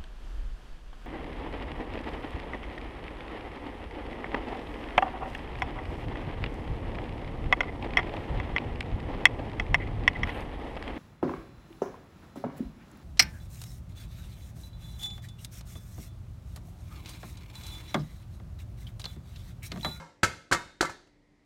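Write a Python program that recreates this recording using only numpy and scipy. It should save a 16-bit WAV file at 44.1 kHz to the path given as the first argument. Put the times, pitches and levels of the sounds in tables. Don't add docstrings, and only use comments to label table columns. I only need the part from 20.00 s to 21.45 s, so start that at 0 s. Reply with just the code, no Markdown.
import sys
import numpy as np
from scipy import signal
from scipy.fft import rfft, irfft, next_fast_len
from scipy.io import wavfile

SR = 44100
rng = np.random.default_rng(int(sys.argv[2]) if len(sys.argv) > 2 else 0)


def dump_mix(stems):
    frames = np.atleast_2d(stems).T
    limited = np.clip(frames, -1, 1)
    pcm = np.round(limited * 32767).astype(np.int16)
    wavfile.write(sys.argv[1], SR, pcm)


N = 63945
LEAD_SAMPLES = SR // 8

# frequency in Hz, relative level in dB.
NOISE_SPECTRUM = [(15, -25), (30, 13.5), (60, -4.5), (150, -4.5), (300, -9.5), (591, -13.5), (1000, -20.5),
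                  (1650, -29), (2350, -28.5), (5000, -31), (8000, -38.5), (16000, -57.5)]
# centre in Hz, width in Hz, RMS level in dB.
HUM_BANDS = [(2000, 470, -77.5)]
# frequency in Hz, T60 in seconds.
ROOM_DECAY = [(60, 0.4), (300, 0.65), (1200, 0.36), (4000, 0.55), (9000, 0.45), (15000, 0.33)]
# frequency in Hz, relative level in dB.
ROOM_SPECTRUM = [(60, -6), (300, -3.5), (600, 1.5), (1300, -0.2), (3000, 1.5), (8000, -2.15), (15000, 1.5)]
# start in seconds, frequency in Hz, level in dB, T60 in seconds.
PART_RINGS = [(.57, 3700, -44, 0.17), (.62, 3700, -59, 0.42), (.69, 3700, -67, 0.69),
              (.86, 2056, -28.5, 0.071), (.95, 3700, -53.5, 0.1)]
# frequency in Hz, relative level in dB.
RATTLE_SPECTRUM = [(180, -30.5), (300, -6), (938, -14), (1290, 3), (1660, -6.5), (2930, -10), (4030, -7.5),
                   (6240, -10), (7380, -10), (15200, -34), (16500, -46.5)]
# frequency in Hz, base T60 in seconds (scaled per contact).
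RATTLE_DECAY = [(300, 0.23), (1500, 0.081), (5000, 0.099), (12000, 0.1)]
# delay in seconds, gain in dB.
WALL_ECHOES = [(0.032, -15), (0.066, -16), (.1, -21.5), (.14, -23)]
# frequency in Hz, relative level in dB,
# T60 in seconds.
BENCH_MODES = [(98.5, -8.5, 0.12), (162.9, -6, 0.23), (221, -10.5, 0.087)]
FOOTING_MODES = [(346.4, -2.5, 0.049), (510.3, -13, 0.067), (538.2, -5, 0.059), (729, -10.5, 0.078),
                 (886.3, 1.5, 0.02)]
RAIL_MODES = [(955.3, -9, 0.17), (1159.5, -6, .15), (1305, -0.5, 0.1), (1411, -10, 0.044),
              (1574, -3.5, 0.068), (1523, -8, 0.1), (1715, -9.5, 0.17), (1826, -10.5, .12),
              (2140, -10.5, .2), (2420, -21, .14), (2570, -21.5, .12), (4016, -29.5, 0.11),
              (7460, -18.5, 0.099)]
# start in seconds, ping gain in dB, ping frequency in Hz, ping T60 in
# seconds, gains in dB of rail, bench, push, footing and rattle, then the rattle's T60 factor.
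BLOWS_AND_BOUNCES = [(-.06, -19, 1007, .02, -27.5, -27, -59, -22, -30.5, 1.11),
                     (0.23, -52, 2000, 0.0065, -72, -71, -66, -59, -42, 0.45),
                     (0.2319, -8, 1506, 0.01, -22, -31.5, -19, -26, -19.5, 0.85),
                     (0.2334, -18, 2454, 0.013, -41, -43, -28, -34, -46.5, 0.45),
                     (0.2422, -13, 1520, 0.0069, -38, -33, -29, -45, -38, 1.94),
                     (0.244, -20, 1476, .02, -35.5, -33, -43, -37.5, -35.5, .9),
                     (0.513, -27.5, 1041, .012, -27.5, -40.5, -37.5, -30.5, -32, 1.7),
                     (0.5184, -16, 964, .008, -34, -45, -19, -31.5, -44, 0.49),
                     (0.5233, -7.5, 1539, 0.011, -22, -30, -24, -25, -25, 1.06),
                     (0.5276, -42, 1450, .015, -35.5, -28.5, -27.5, -26.5, -26, 0.74),
                     (0.5475, -17.5, 1390, .008, -35.5, -57, -49, -28.5, -35.5, 0.32),
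                     (0.8084, -6.5, 1367, 0.0084, -29.5, -42.5, -39, -23, -28, 0.57),
                     (0.8102, -22.5, 4470, 0.017, -49, -50.5, -60, -41, -23, 0.36),
                     (0.8225, -19.5, 836, .006, -30.5, -47.5, -37, -28.5, -34, .9),
                     (0.8292, -15.5, 610, .007, -31, -39, -36.5, -31, -41.5, 0.3),
                     (.849, -18.5, 980, .006, -43, -49, -53, -38.5, -39, 1),
                     (0.8949, -32, 887, .015, -41.5, -43.5, -45, -41.5, -45.5, 1.4),
                     (1.072, -66.5, 2700, .02, -78, -75.5, -81, -70.5, -67.5, .3)]

NOISE_DB, MOTOR_HZ, MOTOR_DB = -63, 293, -68
ROOM_DB, ROOM_DELAY_S = -15, .012
PART_RISE_S, RATTLE_RISE_S, STRIKE_RISE_S, PUSH_RISE_S = .0057, .0013, .00099, .0014
MODE_SCATTER_DB, MODE_FLUTTER_DB, FLUTTER_ONSET_S, MODE_WAVER_FRACTION = 4, 5, .04, .011
PING_SHARP_FRACTION, PING_SETTLE_S = .41, .00067
HIGHPASS_HZ, TOP_HZ, CLIP_LEVEL, CLIP_HARDNESS = 45, 16200, .235, 6


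def amp(db):
    return 10 ** (np.asarray(db) / 20)


def unit_rms(x):
    return x / np.sqrt(np.mean(x ** 2) + 1e-20)


def rise(t, tau_s):
    return 1 - np.exp(-t / tau_s)


def along(points, hz):
    point_hz, values = np.transpose(points)
    return np.interp(np.log(hz + 1), np.log(point_hz + 1), values)


def filtered(x, gain_at_hz):
    size = next_fast_len(len(x) + 8192)
    return irfft(rfft(x, size) * gain_at_hz(np.fft.rfftfreq(size, 1 / SR)), size)[:len(x)]


def add(track, start_s, x):
    span = track[LEAD_SAMPLES + round(start_s * SR):][:len(x)]
    span += x[:len(span)]


def decaying_noise(samples, decay, spectrum):
    hz, t, bins = signal.stft(rng.standard_normal(samples), SR, nperseg=128)
    gain_db = along(spectrum, hz)[:, None] - 60 * t / along(decay, hz)[:, None]
    return signal.istft(bins * amp(gain_db), SR, nperseg=128)[1][:samples]


def background():
    noise = filtered(rng.standard_normal(N), lambda f: amp(along(NOISE_SPECTRUM, f)))
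    bed = amp(NOISE_DB) * unit_rms(noise)
    for hz, width_hz, db in HUM_BANDS:
        hum = filtered(rng.standard_normal(N), lambda f: 1 / (1 + (2 * (f - hz) / width_hz) ** 2))
        bed += amp(db) * unit_rms(hum)
    return bed + amp(MOTOR_DB) * np.sin(2 * np.pi * MOTOR_HZ * np.arange(N) / SR)


def workshop_reverb(x):
    tail = decaying_noise(SR * 3 // 4, ROOM_DECAY, ROOM_SPECTRUM)
    return signal.fftconvolve(x[:SR // 4], tail / np.linalg.norm(tail))


def small_part(t, hz, db, t60_s):
    return amp(db - 60 * t / t60_s) * rise(t, PART_RISE_S) * np.sin(2 * np.pi * hz * t)


def rattle(t, t60_factor):
    burst = decaying_noise(len(t), np.multiply(RATTLE_DECAY, [1, t60_factor]), RATTLE_SPECTRUM)
    return burst / np.std(burst[:400]) * rise(t, RATTLE_RISE_S)


def bench_push(t):
    def swing(delay_s):
        u = np.maximum(t - delay_s, 0) / PUSH_RISE_S
        return u * u * (3 - u) * np.exp(-u)
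    return swing(0) + sum(amp(db) * swing(delay_s) for delay_s, db in WALL_ECHOES)


def ring(t, modes):
    hz, db, t60_s = np.transpose(modes)[:, :, None]
    knots = rng.standard_normal((len(modes), 40))
    drift = np.array([np.interp(t, np.linspace(0, t[-1], 40), row) for row in knots])
    phase = 2 * np.pi * hz * np.cumsum(1 + MODE_WAVER_FRACTION * drift, 1) / SR
    signs = np.sign(knots[:, :1])
    scatter_db = MODE_SCATTER_DB * knots[:, 1:2]
    flutter_db = MODE_FLUTTER_DB * drift[::-1] * np.minimum(t / FLUTTER_ONSET_S, 1)
    envelope = amp(db + scatter_db + flutter_db - 60 * t / t60_s)
    return np.sum(signs * envelope * np.sin(phase), 0)


def punch_ping(t, hz, t60_s):
    envelope = 2 * amp(-60 * (t / t60_s) ** 1.064) * rise(t, STRIKE_RISE_S)
    advance_s = PING_SHARP_FRACTION * PING_SETTLE_S * rise(t, PING_SETTLE_S)
    return envelope * np.sin(2 * np.pi * hz * (t + advance_s))


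def contact(t, ping_db, ping_hz, ping_t60_s, rail_db, bench_db, push_db, footing_db,
            rattle_db, rattle_t60_factor):
    return (amp(rattle_db) * rattle(t, rattle_t60_factor)
            + amp(ping_db) * punch_ping(t, ping_hz, ping_t60_s)
            + amp(rail_db) * ring(t, RAIL_MODES) * rise(t, STRIKE_RISE_S)
            + amp(bench_db) * ring(t, BENCH_MODES)
            + amp(push_db) * bench_push(t)
            + amp(footing_db) * ring(t, FOOTING_MODES))


def hammering():
    track = np.zeros(N + LEAD_SAMPLES)
    t = np.arange(SR // 2) / SR
    for start_s, *settings in BLOWS_AND_BOUNCES:
        direct = contact(t, *settings)
        add(track, start_s, direct)
        add(track, start_s + ROOM_DELAY_S, amp(ROOM_DB) * workshop_reverb(direct))
    for start_s, hz, db, t60_s in PART_RINGS:
        add(track, start_s, small_part(t, hz, db, t60_s))
    return track[LEAD_SAMPLES:]


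def scene():
    return (hammering() + background())[None]


def record(dry):
    x = signal.sosfilt(signal.butter(2, HIGHPASS_HZ, "high", fs=SR, output="sos"), dry[0])
    clipped = x / (1 + np.abs(x / CLIP_LEVEL) ** CLIP_HARDNESS) ** (1 / CLIP_HARDNESS)
    return filtered(clipped, lambda f: np.clip((TOP_HZ + 800 - f) / 1400, 0, 1) ** 3)[None]


dry = scene()
out = record(dry)
dump_mix(out)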